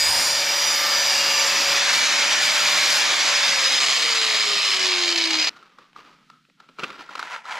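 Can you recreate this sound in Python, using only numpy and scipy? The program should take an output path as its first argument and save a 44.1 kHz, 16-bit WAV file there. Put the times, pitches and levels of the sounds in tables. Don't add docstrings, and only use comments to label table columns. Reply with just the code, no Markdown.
import sys
import numpy as np
from scipy import signal
from scipy.fft import rfft, irfft, next_fast_len
from scipy.io import wavfile
from scipy.ndimage import uniform_filter1d

SR = 44100
rng = np.random.default_rng(int(sys.argv[2]) if len(sys.argv) > 2 else 0)


def materialize(psi):
    bounded = np.clip(np.atleast_2d(psi).T, -1, 1)
    quanta = np.round(bounded * 32767).astype(np.int16)
    wavfile.write(sys.argv[1], SR, quanta)


N = 334719
TIME = np.arange(N) / SR
FFT_SIZE = next_fast_len(N, real=True)
HZ = np.fft.rfftfreq(FFT_SIZE, 1 / SR)

LIFT_S = 1.794
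OFF_S, SANDING_S = 3.31, 5.495
GEAR_RATIO = 34 / 9

# (time [s], speed [turns/s])
DISC_SPEED = [(0, 151.44), (0.55, 150.52), (0.9, 148.92), (1.45, 147.04), (1.68, 147.5), (1.97, 152.58),
              (2.55, 157.5), (2.98, 155), (3.31, 156.75)]
# (start [s], end [s], contact level [dB], hiss of flying grit [dB])
BITES = [(0, .28, 0.5, -39.5), (0.3, 1.737, -1, -50.5), (1.93, 1.982, -1, -41.5), (2.42, 2.46, 0, -42.5),
         (2.516, 2.874, -0.5, -46.5), (2.898, 2.97, 1, -39)]
# (pitch [Hz], width [Hz], level [dB])
DISC_RESONANCES = [(906, 48, -43), (1100, 56, -41), (1780, 110, -38), (2800, 200, -42), (3570, 200, -40),
                   (4920, 260, -30), (4650, 100, -38), (5580, 150, -41), (5850, 160, -36), (6780, 120, -45),
                   (7240, 150, -39), (7520, 120, -51), (8130, 120, -52), (8450, 120, -51), (9080, 220, -50),
                   (10450, 150, -50), (14000, 200, -54)]
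# (pitch [Hz], level [dB])
DISC_BASE = [(150, -58.5), (450, -60.5), (750, -46), (2400, -59), (4000, -41.5), (5500, -46), (6800, -48),
             (8000, -56), (10500, -67.5), (13000, -56), (15000, -75)]
# (peak time [s], length [s], multiple of disc speed, level [dB])
SQUEALS = [(.03, 0.17, 32, -25), (.03, .1, 51, -33), (.04, .2, 12, -39), (0.046, 0.093, 45, -30),
           (.08, 0.25, 33, -27), (.1, 0.22, 54, -48), (.15, 0.28, 57, -41), (.2, 0.25, 61, -36),
           (.22, 0.11, 62, -45), (.25, 0.22, 48, -32.5), (.26, 0.14, 45, -35), (.3, 0.24, 37, -32),
           (.3, 0.43, 6, -41.5), (.33, 0.14, 32, -28), (.15, 0.25, 29, -37), (.15, 0.29, 36, -35),
           (.4, .25, 33, -43), (.45, .2, 54, -50), (.55, .25, 50, -59), (.85, 0.17, 34, -33),
           (1.15, .1, 61, -45), (.45, .3, 39, -38), (.58, .15, 38, -31), (.66, 0.31, 32, -32.5),
           (.68, 0.34, 33, -31.5), (.68, 0.17, 45, -38.5), (.71, 0.14, 48, -35), (0.717, 0.16, 39, -28.5),
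           (.72, 0.26, 70, -44.5), (.75, 0.77, 24, -36.5), (.8, 0.56, 20, -40), (.82, .15, 94, -42),
           (.85, 0.15, 8, -34.5), (.88, 0.2, 9, -38.5), (0.962, 0.12, 32, -27.5), (0.974, 0.29, 12, -35),
           (.99, .09, 49, -35.5), (1.0, .09, 40, -29.5), (1.0, .12, 92, -47), (1.067, .1, 34, -38),
           (1.07, 0.25, 38, -36), (1.094, 0.081, 33, -28.5), (1.15, 0.17, 57, -47.5),
           (1.15, 0.23, 49, -35.5), (1.22, .14, 40, -35.5), (1.17, 0.21, 32, -28.5),
           (1.24, 0.25, 19, -31.5), (1.32, 0.19, 33, -28.5), (1.32, .2, 34, -36), (1.35, 0.26, 8, -36),
           (1.35, .14, 18, -35), (1.38, 0.14, 40, -30), (1.4, 0.3, 32, -35), (1.443, 0.26, 49, -33.5),
           (1.57, 0.24, 12, -42), (1.58, 0.17, 18, -33), (1.574, 0.068, 40, -30), (2.898, 0.16, 35, -32.5),
           (2.946, .1, 33, -39)]
# (pitch [Hz], share of the level [0-1])
TREMBLE = [(5000, .2), (7000, .4), (14000, .55)]

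# (frequency [Hz], level [dB per Hz])
RUSH_BITING = [(35, -59), (60, -25), (480, -14), (564, -4), (679, -8.5), (875, -4.5), (1420, -5),
               (2310, -1.5), (4210, -7), (4950, 2), (5330, -5.5), (5700, -2), (6150, -9), (6700, -11.5),
               (7330, -13.5), (7800, -19), (9000, -31.5), (9900, -30.5), (11400, -32.5), (12800, -30),
               (14000, -36), (15000, -48)]
RUSH_FREE = [(35, -63), (60, -29.5), (317, -16.5), (418, -20), (591, -8), (648, -11.5), (762, -7.5),
             (855, -7), (2360, 0), (2780, -3.5), (4950, -3), (6380, -6.5), (8420, -14.5), (11900, -21),
             (15000, -46)]
RUSH_COASTING = [(40, -55), (95, -66), (150, -18), (260, -20), (430, -14), (680, -8), (880, -10),
                 (1150, -2.5), (1500, -7.5), (2050, 0.5), (3700, -2.5), (4900, -1), (5800, -8), (6600, -6),
                 (7700, -10), (8600, -17.5), (12200, -26), (14000, -41), (15000, -51)]
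RUSH_SLOW = [(40, -53.5), (95, -42), (150, -20.5), (400, -15), (680, -5), (1500, -6.5), (2300, 3),
             (3500, -2), (4400, 4), (5400, -3), (7300, -9.5), (8600, -23.5), (12500, -32), (15000, -51)]
# (time [s], stage [0 biting, 1 free, 2 coasting, 3 slowest])
RUSH_STAGE = [(0, 0), (1.74, .12), (1.81, 1), (3.5, 1), (3.9, 2), (4.7, 2.1), (5.15, 3)]
# (pitch [Hz], width [Hz], lift [dB])
HOUSING_RESONANCES = [(330, 70, 2), (910, 90, 2), (1780, 130, 2), (2330, 250, 1.5), (3050, 200, 1.5),
                      (3600, 220, 2), (4150, 200, 1.5), (6350, 400, 1.5)]
GEAR_HEAD_RESONANCES = [(3120, 170, 1.5), (3400, 300, 0), (4050, 420, 3), (4660, 230, -1)]
# (time [s], share [0-1])
KNOCK_SHARE = [(0, 0.38), (3.3, 0), (3.8, 0.76), (4.6, 0.52), (5.1, 0.79), (5.5, 0.58)]
# (frequency [Hz], depth [0-1])
KNOCK_BAND = [(700, 0.3), (2000, 0.8), (6000, 1), (9000, 0.2)]
# (time [s], relative level [dB])
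CLACKS = [(5.078, 0.5), (5.089, 1.5), (5.101, 1), (5.113, -1), (5.124, 2), (5.158, 3.5), (5.176, 4.5),
          (5.184, 4), (5.201, -1), (5.211, 4), (5.219, 4), (5.226, -1), (5.238, 4), (5.2533, 4),
          (5.2714, 1), (5.3057, 4), (5.33, 1.5), (5.340, 1.5), (5.352, 3), (5.369, 0), (5.384, 3.5),
          (5.397, 5.5), (5.413, 1), (5.424, 3.5), (5.4433, 1.5), (5.471, -0.5), (5.481, -1.5)]

# (pitch [Hz], width [Hz], relative level [dB])
GUARD_RESONANCES = [(4943, 160, 0), (5105, 150, -2)]
# (time [s], length [s], pitch [Hz], bend [Hz/s], level [dB])
CHATTERS = [(3.365, .022, 5100, -3000, -26.5), (3.473, 0.046, 5100, -1800, -27), (3.44, .05, 3620, 0, -29),
            (3.72, .14, 5060, 1100, -26), (3.68, 0.055, 3800, -500, -30.5), (3.81, .06, 3740, 601, -32),
            (4.4, 0.032, 5020, 0, -29), (4.68, 0.18, 5300, 0, -30.5), (5.43, .06, 5000, 0, -25)]
# (pitch [Hz], width [Hz], level [dB])
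HUM_BANDS = [(320.7, 16, -35), (348.4, 55, -35), (408.5, 14, -38.5), (452, 55, -41.5), (548, 64, -40),
             (599.6, 34, -42.5)]
# (multiple of motor speed, level under power [dB], level coasting [dB])
WHINES = [(3, -46.5, -47.5), (4, -39.5, -51.5), (7, -53, -54.5), (8, -41, -49), (9, -55, -39.5),
          (10, -60, -50), (12, -43, -61)]
# (pitch [Hz], width [Hz], lift [dB])
WHINE_BANDS = [(1180, 160, 6.5), (3150, 280, 0)]
# (time [s], length [s], multiple of motor speed, level [dB])
WHINE_SWELLS = [(3.85, .06, 9, -33), (4.21, .07, 9, -29.5), (4.35, .06, 9, -33.5), (4.33, .06, 10, -35),
                (4.8, 0.11, 8, -35.5), (5.15, 0.17, 9, -36.5), (5.27, .07, 7, -33.5), (5.45, 0.083, 8, -34)]

# (peak time [s], level [dB], rise [s], fall [s], relative hollow note [dB])
STROKES = [(5.5, -46.5, 0.023, 0.17, -9.5), (5.82, -53, 0.04, 0.062, -6), (5.99, -45, 0.031, 0.056, -7),
           (6.07, -49, .025, 0.1, -7), (6.33, -61.5, 0.035, 0.048, 7.5), (6.62, -57.5, 0.036, 0.11, -4),
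           (6.74, -64, .03, .05, -2), (6.82, -37, 0.03, 0.15, -8), (6.93, -46, 0.018, 0.046, -1),
           (7.01, -39, 0.024, 0.022, -6), (7.115, -41.5, 0.009, 0.039, -7), (7.18, -43, 0.011, 0.023, -10),
           (7.255, -39.5, 0.073, 0.06, -11), (7.35, -33, 0.077, 0.034, -5), (7.54, -31, 0.064, 0.41, -8)]
# (frequency [Hz], level [dB per Hz])
FIRM_TONE = [(59, -75), (100, -47), (222, -22), (310, -28), (434, -15.5), (703, -4), (1020, 4.5),
             (1160, -11), (1350, -4), (1900, -0.5), (2400, -5.5), (3250, -10.5), (6760, -20.5),
             (15000, -47)]
CATCH_TONE = [(100, -49), (250, -21), (600, -10), (950, -1.5), (1350, 7), (1800, -8.5), (2700, -16),
              (3300, -13), (4200, -12.5), (6000, -18.5), (8500, -29.5), (12000, -37), (15000, -45)]
BUMP_TONE = [(40, -31), (100, -12), (200, 5), (370, 6), (600, 5), (1200, -47), (4000, -70)]
LIGHT_TONE = [(100, -10.5), (300, 6.5), (650, -0.5), (1200, 7.5), (1800, 3.0), (2600, 1), (4800, -5.0),
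              (7500, -18.5), (9500, -27.5), (13000, -30), (15000, -33)]
# (time [s], level [dB], length [s], relative rasp [dB], relative ring [dB])
CATCHES = [(5.562, -42.5, 0.014, -23, -7), (5.627, -45, 0.0083, -23, -3), (5.785, -41, 0.0066, -20, -4),
           (5.931, -46, 0.0018, -4, -15), (5.962, -38.5, 0.0043, -20, 5.5), (6.3, -38, 0.004, -14, -6),
           (6.451, -57, .003, -1, -15), (6.499, -51, 0.0022, -1, -15), (6.6, -42, 0.0075, -11, -13),
           (6.687, -50.5, .011, -4, -3), (6.786, -33, 0.0047, -6, 2), (6.793, -32.5, 0.006, 1, -3),
           (6.8, -33, 0.0034, 0, -8), (6.833, -25.5, 0.013, 0, -12), (6.902, -34, 0.0067, -0.5, 0),
           (7.091, -35.5, 0.007, -20, 2), (7.128, -39, .004, -15, -12), (7.1525, -23.5, 0.0068, -15, -7),
           (7.177, -31, 0.0044, -15, -5), (7.192, -25, 0.012, -13, -14), (7.226, -27, 0.007, -16, -9),
           (7.309, -30, .003, -10, -6), (7.321, -33, .002, 0, -10), (7.331, -33, .002, -2, -8),
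           (7.343, -32, 0.0016, 3, -10), (7.349, -36, .002, 0, -10), (7.362, -33, 0.0024, -8, 1),
           (7.454, -33, 0.004, -18, -7), (7.461, -34, .003, -16, -12), (7.523, -34, 0.0018, 12, -14)]
# (time [s], level [dB])
BUMPS = [(5.785, -53), (6.483, -61), (6.687, -54), (6.788, -39), (6.83, -33.5), (6.902, -44), (7.091, -50)]
# (time [s], pitch [Hz])
PIPE_NOTE = [(5.55, 1420), (5.8, 1174), (6.07, 1230), (6.3, 1300), (6.62, 1320), (6.85, 1380), (7.54, 1340)]
# (pitch [Hz], width [Hz], gain [dB])
PIPE_RESONANCES = [(2490, 280, -18), (4000, 300, 8.5)]

# (time [s], length [s], level [dB])
GUSTS = [(.13, 0.15, -47), (1.79, 0.037, -67), (2.94, 0.073, -59)]
# (frequency [Hz], level [dB per Hz])
GARDEN_TONE = [(30, -3.5), (95, -28), (145, 10), (260, 7.5), (450, -16), (800, -22), (1400, -5), (4000, -6),
               (8000, -19.5), (15000, -34)]
BUFFET_TONE = [(15, -4.5), (50, -3.5), (150, -2.5), (300, -12), (1000, -79.5)]
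# (start [s], side gain [dB])
STEREO_WIDTH = [(0, -7.5), (1.79, 1), (5.5, -18), (6.78, -4)]
# (frequency [Hz], likeness [1 or more means alike])
LIKENESS = [(60, 1), (130, 0.9), (300, 0.85), (1400, 0.93), (3000, 0.82), (6000, 1), (9000, 8), (14000, 5)]
# (frequency [Hz], left minus right [dB])
BALANCE = [(100, -1.9), (400, 0.5), (5000, -0.5), (8000, 1.5), (11000, -0.5), (13500, -4)]
# (frequency [Hz], side gain [dB])
TOP_SPREAD = [(5000, -44.5), (8000, -20), (10500, -5), (13000, 9.5)]


def disc(turns, wander_db=2.0, level_db=-1, ring_db=-1.0, squeal_db=1, brush_db_per_harmonic=-0.03):
    n = int(3.2 * SR)
    t = TIME[:n:200]
    turns_per_s, pressed, out = speed(t), contact(t), np.zeros(n)
    first_harmonic, wave = np.exp(2j * np.pi * turns[:n]), 1
    for k in range(1, 99):
        hz, wave = k * turns_per_s, wave * first_harmonic
        power = gain_of(at_hz(DISC_BASE, hz)) ** 2
        power += sum((gain_of(db + ring_db) * peak(hz, f, w)) ** 2 for f, w, db in DISC_RESONANCES)
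        slow, quick = rng.standard_normal((2, len(t)))
        slow = unit_level(uniform_filter1d(uniform_filter1d(slow, size=50), size=30))
        level = np.sqrt(power) * pressed * gain_of(wander_db * slow + level_db)
        level *= gain_of(brush_db_per_harmonic * k * (t > LIFT_S))
        for s, length, multiple, db in SQUEALS:
            if multiple == k:
                level = np.maximum(level, gain_of(db + squeal_db) * swell(s, length, t) ** 2)
        level *= 1 + at_hz(TREMBLE, hz) * unit_level(uniform_filter1d(quick, size=3))
        lag = rng.random() * (abs(k * turns_per_s[0] - GUARD_RESONANCES[0][0]) > 330)
        out += np.interp(TIME[:n], t, level) * (wave * np.exp(2j * np.pi * lag)).real
    return np.sqrt(2) * np.pad(out, (0, N - n))


def contact(t=TIME, column=2, press_s=0.0084, release_s=0.062):
    bites = []
    for row in BITES:
        before, after = np.maximum(row[0] - t, 0), np.maximum(t - row[1], 0)
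        bites.append(gain_of(row[column]) * np.exp(-before / press_s - after / release_s))
    return np.max(bites, axis=0)


def speed(t=TIME):
    return over_time(DISC_SPEED, t) / 2 ** slowing(t)


def slowing(t=TIME, coast_s=3.37, drag_share=.0142, drag_s=.35):
    since = np.maximum(t - OFF_S, 0)
    return (since / coast_s + drag_share * (1 - np.exp(-since / drag_s))) / np.log(2)


def rush(knocks, flutter_db=.5, patchy_db=1.6):
    frames = dict(nperseg=1024, noverlap=768)
    hz, t, (steady, knocked) = signal.stft(white() * [np.ones(N), knocks], SR, **frames)
    noise = steady + at_hz(KNOCK_BAND, hz)[:, None] * (knocked - steady)
    stage = over_time(RUSH_STAGE, t)
    tone_db = sum(at_hz(tone, hz)[:, None] * np.maximum(1 - abs(stage - k), 0)
                  for k, tone in enumerate((RUSH_BITING, RUSH_FREE, RUSH_COASTING, RUSH_SLOW)))
    tone_db += lift_db(HOUSING_RESONANCES, hz)[:, None]
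    tone_db += lift_db(GEAR_HEAD_RESONANCES, hz)[:, None] * np.clip(stage - 1, 0, 1)
    patches = uniform_filter1d(rng.standard_normal(noise.shape), size=4, axis=0)
    tone_db += patchy_db * unit_level(uniform_filter1d(patches, size=18, axis=1))
    sound = signal.istft(noise * rush_levels(gain_of(tone_db), hz, t), **frames)[1][:N]
    return sound * gain_of(flutter_db * drift(30))


def rush_levels(tone, hz, t, free_db=-21.5, deep_db=-5.5, hiss_db=-43):
    cut_time_left = np.maximum(1 - t / LIFT_S, 0)
    body_level = gain_of(free_db + deep_db * np.sqrt(cut_time_left) - 2.5 * slowing(t))
    hiss = gain_of(hiss_db - 0.5 * (t < LIFT_S) - 9 * slowing(t) ** 2)
    top_level = np.hypot(hiss, contact(t, column=3))
    body, top = (hz > 1200) & (hz < 4300), (hz > 8500) & (hz < 13000)
    body_gain = body_level / np.sqrt((tone[body] ** 2).sum(0) / len(hz))
    top_gain = top_level / np.sqrt((tone[top] ** 2).sum(0) / len(hz))
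    high = np.interp(hz, [7000, 8800], [0, 1])[:, None]
    return tone * body_gain ** (1 - high) * top_gain ** high


def gear_rattle(turns, skip_below=0.12, jitter_turns=.07, spread_db=0.9, between_db=-12, ring_s=.0036):
    turn = np.arange(int(turns[-1]))
    late, size, luck = rng.standard_normal((1500, 3))[:len(turn)].T
    at = np.interp(turn + jitter_turns * late, turns, np.arange(N)).astype(int)
    knock_db = spread_db * size + between_db * (TIME[at] > CLACKS[0][0])
    knocks = np.zeros(N)
    knocks[at] = gain_of(knock_db) ** 2 * (abs(luck) > skip_below)
    for s, db in CLACKS:
        knocks[round(s * SR)] += gain_of(db) ** 2
    t = TIME[:SR // 30]
    power = np.maximum(signal.oaconvolve(knocks, t * np.exp(-2 * t / ring_s))[:N], 0)
    power /= uniform_filter1d(power, SR // 8) + 1e-12
    share = over_time(KNOCK_SHARE)
    return np.sqrt(1 - share + share * power)


def guard(turns, knocks, cut_db=-35.5, coast_db=-31.5, throb=0.35, brush_db=-9, chatter_width_hz=130):
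    cutting = gain_of(cut_db + brush_db * (TIME > LIFT_S)) * contact()
    cutting *= 1 + throb * np.cos(2 * np.pi * turns)
    coasting = gain_of(coast_db) * np.clip((TIME - OFF_S) * 10, 0, 1)
    ring = sum(gain_of(db) * resonate_twice(white() * knocks, hz, width)
               for hz, width, db in GUARD_RESONANCES)
    out = (cutting + coasting) * unit_level(ring)
    shaking = white() * knocks
    for s, length, hz, bend, db in CHATTERS:
        near = abs(TIME - s) < 2 * length
        t = TIME[near]
        chatter = glide(shaking[near], hz + bend * (t - s), chatter_width_hz)
        out[near] += gain_of(db) * swell(s, length, t) * unit_level(chatter)
    return out


def motor(turns, rough=0.13, coast_rough=0.06, wobble=0.023, labour_db=4.5, labour_s=.08, bars_db=-55):
    shaft = 2 * np.pi * GEAR_RATIO * turns + wobble * drift(25)
    coasting = np.clip(TIME - OFF_S, 0, 1)
    unrest = rough + (coast_rough - rough) * coasting
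    hum = np.sin(shaft) * (1 + unrest * drift(35)) + np.cos(shaft) * unrest * drift(35)
    hum /= np.sqrt(1 + 2 * unrest ** 2)
    hz = GEAR_RATIO * speed()
    hum *= np.sqrt(sum((gain_of(db) / (1 + (2 * (hz - f) / w) ** 4)) ** 2 for f, w, db in HUM_BANDS))
    hum *= gain_of(labour_db * swell(LIFT_S - labour_s / 2, labour_s))
    whines = sum(whine(k, shaft, on_db + (off_db - on_db) * coasting) for k, on_db, off_db in WHINES)
    bars_level = gain_of(bars_db + np.interp(TIME, [4.2, 4.7], [-22, 0])) * (1 + .3 * drift(30))
    return np.sqrt(2) * (hum + whines + bars_level * np.sin(24 * shaft))


def whine(multiple, shaft, level_db, rough=0.35):
    level = gain_of(level_db + lift_db(WHINE_BANDS, multiple * GEAR_RATIO * speed()))
    singing = swells([(s, length, db) for s, length, k, db in WHINE_SWELLS if k == multiple])
    wave = np.sin(multiple * shaft + 2 * np.pi * rng.random())
    return np.hypot(level, singing) * wave * (1 + rough * drift(22))


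def sanding(grip, hollow=0.46, rasp_hz=2560, rasp_width_hz=1040):
    scrape, rasp, ring, bump = np.zeros((4, N))
    for s, db, length, rasp_db, ring_db in CATCHES:
        shape = gain_of(db) * burst(length)
        note = np.sqrt(2) * np.sin(2 * np.pi * over_time(PIPE_NOTE, s) * TIME[:len(shape)])
        add(scrape, s, shape)
        add(rasp, s, gain_of(rasp_db) * shape)
        add(ring, s, gain_of(ring_db) * shape * note)
    for s, db in BUMPS:
        add(bump, s, gain_of(db) * burst(length_s=0.019))
    catches = with_tone(scrape * grit(grains_per_s=3200, spread_db=3.5, smooth=0.47), CATCH_TONE)
    pipe_air = sum(gain_of(db) * resonate(catches, hz, width) for hz, width, db in PIPE_RESONANCES)
    rasp *= unit_level(resonate_twice(white(), rasp_hz, rasp_width_hz))
    return rubbing(grip) + catches + hollow * pipe_air + rasp + ring + with_tone(bump * white(), BUMP_TONE)


def rubbing(grip, light_db=-2, light_until_s=7.0, firm_from_s=7.28):
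    level, note_level = strokes()
    friction = grip * grit(grains_per_s=1300, spread_db=0.5, smooth=0.83)
    firmness = np.interp(TIME, [light_until_s, firm_from_s], [0, 1])
    light = gain_of(light_db) * with_tone(friction * np.sqrt(1 - firmness), LIGHT_TONE)
    firm = with_tone(friction * np.sqrt(firmness), FIRM_TONE)
    note = glide(grip * white(), over_time(PIPE_NOTE), width_hz=134)
    return level * (light + firm) + note_level * unit_level(note)


def strokes():
    power, note_power = np.zeros((2, N))
    start = int(SANDING_S * SR)
    t = TIME[start:]
    for s, db, rise_s, fall_s, hollow_db in STROKES:
        rise, fall = swell(s, rise_s, np.minimum(t, s)), np.exp(-np.maximum(t - s, 0) / fall_s)
        stroke = gain_of(db) * rise * fall
        power[start:] += stroke ** 2
        note_power[start:] += (stroke * gain_of(hollow_db)) ** 2
    return np.sqrt(power), np.sqrt(note_power)


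def stick_slip(slips_per_s=170, slip_s=0.0048, steady=0.64):
    slips = rng.uniform(0.5, 1, N) * (rng.random(N) < slips_per_s / SR)
    power = signal.lfilter([1], [1, -np.exp(-2 / (slip_s * SR))], slips)
    return np.sqrt(steady + (1 - steady) * power / power.mean())


def grit(grains_per_s, spread_db, smooth):
    size = gain_of(spread_db * np.minimum(rng.exponential(1, N), 4)) * rng.choice([-1, 1], N)
    snaps = size * (rng.random(N) < grains_per_s / SR)
    return unit_level(unit_level(snaps) + smooth * white())


def buffet(draught_db=-65, loss_db_per_octave=17):
    level = gain_of(draught_db - loss_db_per_octave * slowing()) + swells(GUSTS)
    return level * gain_of(2.8 * drift(6)) * with_tone(white(), BUFFET_TONE)


def garden(level_db=-64.5):
    return gain_of(level_db) * with_tone(white(), GARDEN_TONE) * gain_of(1.5 * drift(4.7))


def stereo(centre, side_noise, lag_s=.000014):
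    starts, width_db = np.transpose(STEREO_WIDTH)
    width = uniform_filter1d(gain_of(width_db)[np.searchsorted(starts[1:], TIME)], size=400)
    same = np.clip(at_hz(LIKENESS, HZ), 0, 1)
    side = rfft(side_noise * width, FFT_SIZE) * np.sqrt((1 - same) / (1 + same))
    side -= 1j * np.pi * HZ * lag_s * rfft(centre * width, FFT_SIZE)
    side += 1j * gain_of(at_hz(TOP_SPREAD, HZ)) * rfft(side_noise * np.maximum(1 - width, 0), FFT_SIZE)
    tilt = gain_of(at_hz(BALANCE, HZ) / 2)
    mid = rfft(centre, FFT_SIZE)
    return irfft(np.array([(mid + side) * tilt, (mid - side) / tilt]), FFT_SIZE)[:, :N]


def gain_of(db):
    return 10 ** (np.asarray(db) / 20)


def unit_level(x):
    return x / np.sqrt(np.mean(x ** 2) + 1e-20)


def over_time(rows, t=TIME):
    return np.interp(t, *np.transpose(rows))


def at_hz(rows, hz):
    f, value = np.transpose(rows)
    return np.interp(np.log(hz + 1), np.log(f + 1), value)


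def white():
    return rng.standard_normal(N)


def with_tone(x, tone):
    gain = gain_of(at_hz(tone, HZ))
    return irfft(rfft(x, FFT_SIZE) * gain, FFT_SIZE)[:N] / np.sqrt(np.mean(gain ** 2))


def drift(per_s):
    f = np.fft.rfftfreq(4096, N / SR / 4096)
    slow = irfft(rfft(rng.standard_normal(4096)) * np.exp(-(f / per_s) ** 2))
    return np.interp(TIME, np.linspace(0, N / SR, len(slow)), unit_level(slow))


def peak(hz, centre_hz, width_hz):
    return 1 / (1 + (2 * (hz - centre_hz) / width_hz) ** 2)


def lift_db(resonances, hz):
    return sum(db * peak(hz, f, width) for f, width, db in resonances)


def resonate(x, hz, width_hz):
    return signal.lfilter(*signal.iirpeak(hz, hz / width_hz, SR), x)


def resonate_twice(x, hz, width_hz):
    return resonate(resonate(x, hz, width_hz), hz, width_hz)


def glide(x, hz, width_hz):
    spin, decay = np.exp(2j * np.pi * np.cumsum(hz) / SR), np.exp(-np.pi * width_hz / SR)
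    return (spin * signal.lfilter([(1 - decay) ** 2], [1, -2 * decay, decay * decay], x / spin)).real


def swell(s, length, t=TIME):
    return np.exp(-((t - s) / length) ** 2)


def swells(rows):
    return sum(gain_of(db) * swell(s, length) for s, length, db in rows)


def burst(length_s, rise_share=.12, tail=0.035, tail_s=0.014):
    t = TIME[:SR // 6]
    rise = 1 - np.exp(-t / (rise_share * length_s))
    return rise * (swell(0, length_s, t) + tail * np.exp(-t / tail_s))


def add(mix, s, sound):
    part = mix[round(s * SR):][:len(sound)]
    part += sound[:len(part)]


def scene():
    turns = np.cumsum(speed()) / SR
    knocks, grip = gear_rattle(turns), stick_slip()
    grinding = np.clip((SANDING_S - TIME) * SR / 40, 0, 1)

    def noises():
        hush = garden()
        grinder = rush(knocks) + guard(turns, knocks) + buffet()
        return grinder * grinding + (sanding(grip) + hush) * (1 - grinding)

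    centre = noises() + (disc(turns) + motor(turns)) * grinding
    return stereo(centre, side_noise=noises())


def record(dry, edge_hz=15300):
    low_pass = signal.firwin(255, edge_hz, window=("kaiser", 9), fs=SR)
    return signal.oaconvolve(dry, low_pass[None], "same")


dry = scene()
out = record(dry)
materialize(out)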